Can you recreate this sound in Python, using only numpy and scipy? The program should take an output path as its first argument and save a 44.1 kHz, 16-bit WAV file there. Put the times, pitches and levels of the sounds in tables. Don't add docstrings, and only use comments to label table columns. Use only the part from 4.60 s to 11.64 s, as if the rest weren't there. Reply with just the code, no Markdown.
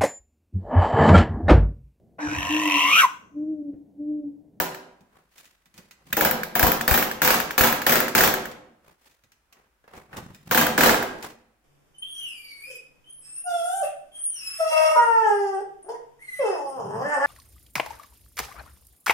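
import sys
import numpy as np
from scipy import signal
from scipy.fft import rfft, irfft, next_fast_len
from scipy.io import wavfile
from scipy.ndimage import map_coordinates

SR = 44100
rng = np.random.default_rng(int(sys.argv[2]) if len(sys.argv) > 2 else 0)


def int16_out(signal):
    q = np.round(np.clip(np.atleast_2d(signal).T, -1, 1) * 32767)
    wavfile.write(sys.argv[1], SR, q.astype(np.int16))


N = 310464
HIT_TIME = np.arange(SR // 4) / SR

# start/s, blows, full-speed gap/s, start-up lag/s, last gap/s, piston fall-back/s,
# level/dB, boom trim/dB, sizzle trim/dB, clack level/dB
TRIGGER_PULLS = [(0.0, 1, .04, 0, .04, .146, -3, -4.5, 0, -32),
                 (1.568, 4, .0306, .0102, .062, .122, .5, -1, 3, -22),
                 (1.953, 5, .0337, .0075, .0508, .093, .5, -2.5, 3.5, -17),
                 (2.278, 5, .0295, .0027, .0502, .087, 0, -6, 3.5, -23),
                 (2.618, 6, .0281, .0014, .0595, .107, 0, -8, -1, -22.5),
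                 (2.979, 5, .0273, .0018, .0546, .092, 0, -7, 1.5, -21),
                 (3.265, 5, .0272, .0017, .0483, .078, 0, -7, 1, -21),
                 (3.55, 6, .0286, 0, .0645, .115, 1, -7, -1, -28),
                 (5.911, 5, .0285, .0068, .0552, .12, 1, -4, -1.5, -22),
                 (6.178, 6, .026, .0033, .0502, .083, 1.2, -4.5, -8, -23)]
# t/s, level/dB
EXHAUST_PUFFS = [(0.002, -32), (2.032, -7), (2.068, -16), (2.314, -6.5), (3.008, -12.5)]
# t/s, level/dB, thud trim/dB
SILL_BUMPS = [(.407, -50.5, 4), (.78, -34.5, -32), (.854, -39, -25), (1.057, -44.5, -15),
              (1.141, -41.5, -11), (1.178, -32, -10), (1.31, -33.5, -36), (3.914, -32, -16),
              (4.511, -49, -29), (4.637, -47, -11), (4.719, -43.5, -19), (4.926, -38.5, -31),
              (5.366, -39, -1.5), (5.568, -24.5, -5), (5.747, -36, -19), (6.626, -24.5, -17)]
# peak t/s, time to sink 20 dB/s, rub/dB, rustle/dB, rumble/dB
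BODY_SHIFTS = [(.56, 0.15, -57.5, -67, -66), (.785, 0.2, -61, -53, -84), (1.19, 0.16, -65, -59, -68),
               (1.42, 0.14, -62.5, -75, -71), (1.505, 0.13, -54, -52, -50), (4.285, 0.094, -56, -60.5, -62),
               (4.46, 0.16, -62.5, -57.5, -84), (4.965, 0.16, -61.5, -73.5, -75),
               (5.37, 0.1, -46, -56, -54), (5.575, 0.11, -39.5, -51, -42.5), (5.63, 0.24, -51, -59.5, -44),
               (5.75, .15, -58, -58.5, -57), (5.905, 0.14, -49, -47.5, -41.5),
               (6.65, 0.088, -40.5, -43.5, -55)]
# t/s, level/dB
PANEL_KNOCKS = [(.558, -67), (1.183, -48.5), (4.968, -56), (5.04, -62), (5.24, -54), (5.277, -45.5),
                (5.335, -40.5), (5.529, -37)]

# f/Hz, level/dB, t60/s
SILL_MODES = [(138, -8.5, 0.12), (166.6, -6.5, 0.14), (231.3, -0.5, 0.19), (305.3, -4, 0.18),
              (380.8, -5, 0.33), (506.5, 4, 0.15), (564, -6.5, .16), (730, -10, 0.16), (741, 1, 0.15),
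              (822, -5.5, 0.11), (974, -4, 0.13), (1296, -6.5, 0.37), (1613, -7.5, 0.49)]
CHISEL_MODES = [(1699, 0, 0.017), (1477, -2.5, 0.015), (2340, -8.5, 0.014), (3040, -23, 0.026),
                (4488, -27.5, 0.014), (6130, -23, 0.011), (7800, -22.5, 0.032)]
TIP_MODES = [(1580, -4.5, 0.042), (1965, -7.5, 0.16), (2490, 1.5, 0.043), (2730, -11, 0.1),
             (3010, -13, 0.092), (3610, -5.5, 0.055)]

# f/Hz, relative spectral density/dB
ROOM_TONE_EQ = [(25, -11), (55, 7.5), (120, -12.5), (400, -13), (1500, -10.5), (4000, -22), (15000, -25.5)]
CRACK_EQ = [(300, -21.5), (900, -8), (1700, -5), (2400, -9), (3500, -13.5), (7000, -13.5), (9500, -21.5),
            (16000, -10.5)]
SIZZLE_EQ = [(2000, -50), (7000, -42), (9500, -18), (12000, -7.5), (14500, 4.5), (16000, 3.5)]
BOOM_EQ = [(25, -11.5), (60, -11.5), (100, -10), (200, -3), (400, -3), (650, 2), (850, 1), (1150, -2.5),
           (1700, -8), (2400, -10), (4000, -17.5), (9500, -35.5)]
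TICK_EQ = [(200, -17.5), (900, -5.5), (1900, 0.5), (4000, -4), (7000, -3.5), (10000, -11), (15000, -8.5)]
THUD_EQ = [(30, -15.5), (110, -2), (200, 2), (370, -9), (600, -12.5), (1200, -22), (4000, -47.5)]
RUB_EQ = [(120, -13.5), (350, -0.5), (1100, -1), (2000, -9), (5000, -28.5)]
RUSTLE_EQ = [(500, -17), (1800, 3.5), (3000, 0.5), (8000, -5), (15000, -6.5)]
RUMBLE_EQ = [(25, -8.5), (60, -6), (170, 6.5), (300, -8.5), (1000, -51)]
KNOCK_EQ = [(200, -9), (500, -0.5), (1000, -2), (1900, -4), (3000, -16.5), (8000, -28)]

# f/Hz, correlation
STEREO_LIKENESS = [(60, 0.79), (150, 0.95), (300, 0.84), (600, 0.53), (1200, 0.11), (4000, 0.035)]
# f/Hz, t60/s
REVERB_DECAY = [(80, 0.75), (300, 0.8), (1000, 0.67), (3000, 0.58), (7000, 0.45), (11000, 0.41),
                (15000, 0.19)]


def amp(db):
    return 10 ** (np.asarray(db) / 20)


def curve_at(points, hz):
    freqs, values = np.transpose(points)
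    return np.interp(np.log(hz + 1), np.log(freqs), values)


def stereo(spectra, hz):
    turn = np.arccos(np.clip(curve_at(STEREO_LIKENESS, hz), -1, 1)) / 2
    mid, side = spectra[0] * np.cos(turn), spectra[1] * np.sin(turn)
    return np.array([mid + side, mid - side])


def noise(eq, size, ragged_db=0, spacing_hz=170):
    hz = np.fft.rfftfreq(size, 1 / SR)
    peaks_db = ragged_db * np.interp(hz / spacing_hz, np.arange(512), rng.standard_normal(512))
    white = stereo(rfft(rng.standard_normal((2, size))), hz)
    coloured = irfft(white * amp(curve_at(eq, hz) + peaks_db), size)
    return coloured / np.std(coloured)


def envelope(t60, rise):
    return amp(-60 * HIT_TIME / t60) * (1 - np.exp(-HIT_TIME / rise))


def noise_hit(eq, t60, rise):
    return noise(eq, len(HIT_TIME), ragged_db=2.3) * envelope(t60, rise)


def ring(modes, rise, width_rad, detune_cycles=.5):
    hz, db, t60 = np.transpose(modes)[:, :, None]
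    hz = hz + detune_cycles * rng.standard_normal(hz.shape) / t60
    lead = width_rad * rng.standard_normal(hz.shape)
    phase = rng.uniform(0, 2 * np.pi, hz.shape) + np.array([lead, -lead]) / 2
    gain = amp(db + rng.standard_normal(hz.shape))
    return np.sum(gain * envelope(t60, rise) * np.sin(2 * np.pi * hz * HIT_TIME + phase), axis=1)


def flutter(size, rate_hz, depth_db):
    knots = rng.standard_normal(int(size * rate_hz / SR) + 4)
    wobble = map_coordinates(knots, [np.arange(size) * rate_hz / SR])
    gain = amp(depth_db * np.clip(wobble, -2, 2))
    return gain / np.sqrt(np.mean(gain ** 2))


def add(track, start, sound):
    part = track[..., max(round(start * SR), 0):][..., :sound.shape[-1]]
    part += sound[..., :part.shape[-1]]


def room_tone():
    return amp(-71) * noise(ROOM_TONE_EQ, N)


def workshop(direct, wet_db, build_s):
    hz, t, spectra = signal.stft(rng.standard_normal((2, SR)), SR, nperseg=256)
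    decay = amp(-60 * t / curve_at(REVERB_DECAY, hz)[:, None])
    build = 1 - np.exp(-(t / build_s) ** 2)
    tail = signal.istft(stereo(spectra, hz[:, None]) * decay * build, SR, nperseg=256)[1]
    out = amp(wet_db) * signal.fftconvolve(direct[:1], tail / np.linalg.norm(tail[0]), axes=1)
    out[:, :direct.shape[1]] += direct
    return out


def sizzle(db, t60, rise):
    return amp(db + np.array([[4.5], [-4.5]])) * noise_hit(SIZZLE_EQ, t60, rise)


def blow(chisel_db, panel_db, boom_db, sizzle_db):
    crack = amp(-3) * noise_hit(CRACK_EQ, t60=.16, rise=.00033)
    fizz = sizzle(sizzle_db - 5.5, t60=.14, rise=.001)
    sheet = amp(5) * noise_hit(BOOM_EQ, t60=.11, rise=.011)
    sill = amp(-10.2) * ring(SILL_MODES, rise=.002, width_rad=.9)
    chatter = flutter(len(HIT_TIME), rate_hz=520, depth_db=-1.5)
    panel = chatter * (crack + fizz) + amp(boom_db) * (sheet + sill)
    out = amp(panel_db) * workshop(panel, wet_db=-2.5, build_s=.0044)
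    snap = sizzle(sizzle_db + 8, t60=.011, rise=.0004)
    click = amp(-2.5) * noise_hit(TICK_EQ, t60=.011, rise=.0022)
    chisel = amp(7.2) * ring(CHISEL_MODES, rise=.00054, width_rad=1)
    add(out, 0, amp(chisel_db) * snap)
    add(out, .0007, amp(chisel_db) * (click + chisel))
    return out


def piston_rhythm(start, blows, full_gap, lag, last_gap):
    to_go = np.arange(blows)[::-1]
    run_down = .3 ** (to_go ** 2)
    gaps = full_gap + (last_gap - full_gap) * run_down
    gaps[:2] += lag
    return start + np.cumsum(gaps) - gaps[0], gaps


def hammer(full_pressure_gap_s=.026, droop_db_per_s=-6, scatter_db=.6):
    out = np.zeros((2, N))
    next_starts = [pull[0] for pull in TRIGGER_PULLS[1:]] + [np.inf]
    for pull, next_start in zip(TRIGGER_PULLS, next_starts):
        start, blows, full_gap, lag, last_gap, fall_back, db, boom_db, sizzle_db, clack_db = pull
        times, gaps = piston_rhythm(start, blows, full_gap, lag, last_gap)
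        levels = db + droop_db_per_s * (times - start) + scatter_db * rng.standard_normal(len(times))
        slowness = gaps / full_pressure_gap_s - 1
        for k, (t, slow, level) in enumerate(zip(times, slowness, levels)):
            accent_db = 2.4 - 900 * lag if k == 0 else 0
            chisel_db = level - 15.5 - 2 * slow + accent_db
            panel_db = level - 11 - 11.5 * slow + .3 * accent_db
            add(out, t, blow(chisel_db, panel_db, boom_db, sizzle_db + 2.5 * slow))
        if times[-1] + fall_back < next_start:
            add(out, times[-1] + fall_back, amp(clack_db) * clack())
    return out


def exhaust(start_hz=170, end_hz=58, settle_s=.0024):
    out = np.zeros(N)
    hz = end_hz + (start_hz - end_hz) * np.exp(-HIT_TIME / settle_s)
    swing = -np.sin(2 * np.pi * np.cumsum(hz) / SR) * envelope(t60=.09, rise=.0012)
    for t, db in EXHAUST_PUFFS:
        add(out, t, amp(db) * swing)
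    return out * amp([[0], [-20]])


def clack():
    chisel = amp(3.5) * ring(CHISEL_MODES, rise=.00014, width_rad=.91)
    crack = amp(-.5) * noise_hit(CRACK_EQ, t60=.041, rise=.00086)
    fizz = sizzle(db=-5, t60=.036, rise=.0004)
    out = workshop(crack + fizz, wet_db=-4, build_s=.0027)
    add(out, 0, chisel)
    return out


def bumps(ticks_per_shift=2, spread_s=.078):
    out = np.zeros((2, N))
    strays = [(t + spread_s * rng.random(), rustle_db + 1.5, -12)
              for t, _, _, rustle_db, _ in BODY_SHIFTS for _ in range(ticks_per_shift)]
    for t, db, thud_db in SILL_BUMPS + strays:
        click = amp(-4.5) * noise_hit(TICK_EQ, t60=.0079, rise=.0003)
        fizz = sizzle(db=-16.5, t60=.02, rise=.0003)
        scrape = amp(-11.5) * noise_hit(TICK_EQ, t60=.09, rise=.00071)
        tip = amp(-18.5) * ring(TIP_MODES, rise=.00061, width_rad=.88)
        thud = amp(thud_db + 8) * noise_hit(THUD_EQ, t60=.074, rise=.019)
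        add(out, t, amp(db) * workshop(click + fizz + scrape + tip + thud, wet_db=-9, build_s=.0073))
    return out


def handling(swell_db_per_s=259):
    t = np.arange(N) / SR
    layers = noise(RUB_EQ, N), noise(RUSTLE_EQ, N), noise(RUMBLE_EQ, N)
    gains = np.zeros((len(layers), N))
    for peak, sink_s, *levels in BODY_SHIFTS:
        shape_db = np.minimum(swell_db_per_s * (t - peak), -20 * (t - peak) / sink_s)
        gains = np.maximum(gains, amp(levels)[:, None] * amp(shape_db))
    catches = flutter(N, rate_hz=170, depth_db=4)
    return catches * sum(layer * gain for layer, gain in zip(layers, gains))


def knocks():
    out = np.zeros((2, N))
    for t, db in PANEL_KNOCKS:
        hollow = noise_hit(KNOCK_EQ, t60=.085, rise=.00081)
        add(out, t, amp(db) * workshop(hollow, wet_db=-6, build_s=.006))
    return out


def bite(start_s=1.527):
    out = np.zeros((2, N))
    tip = ring(TIP_MODES, rise=.00061, width_rad=.72)
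    edge = amp(3) * noise_hit(TICK_EQ, t60=.036, rise=.0006)
    fizz = sizzle(db=7.5, t60=.03, rise=.0004)
    thud = amp(-3) * noise_hit(THUD_EQ, t60=.11, rise=.0065)
    add(out, start_s, clack())
    add(out, start_s + .0015, workshop(tip + edge + fizz + thud, wet_db=-9.5, build_s=.0024))
    return amp(-22) * out


def scene():
    tool = (hammer() + bite() + bumps() + knocks()) * amp([[-.4], [.4]])
    return tool + exhaust() + handling() + room_tone()


def record(dry, top_hz=15950, edge_hz=300):
    size = next_fast_len(N + SR // 2)
    hz = np.fft.rfftfreq(size, 1 / SR)
    ramp = np.clip((top_hz - hz) / edge_hz + .5, 0, 1)
    high_cut = np.sin(ramp * np.pi / 2) ** 2
    return irfft(rfft(np.clip(dry, -1, 1), size) * high_cut, size)[:, :N]


dry = scene()
out = record(dry)
int16_out(out)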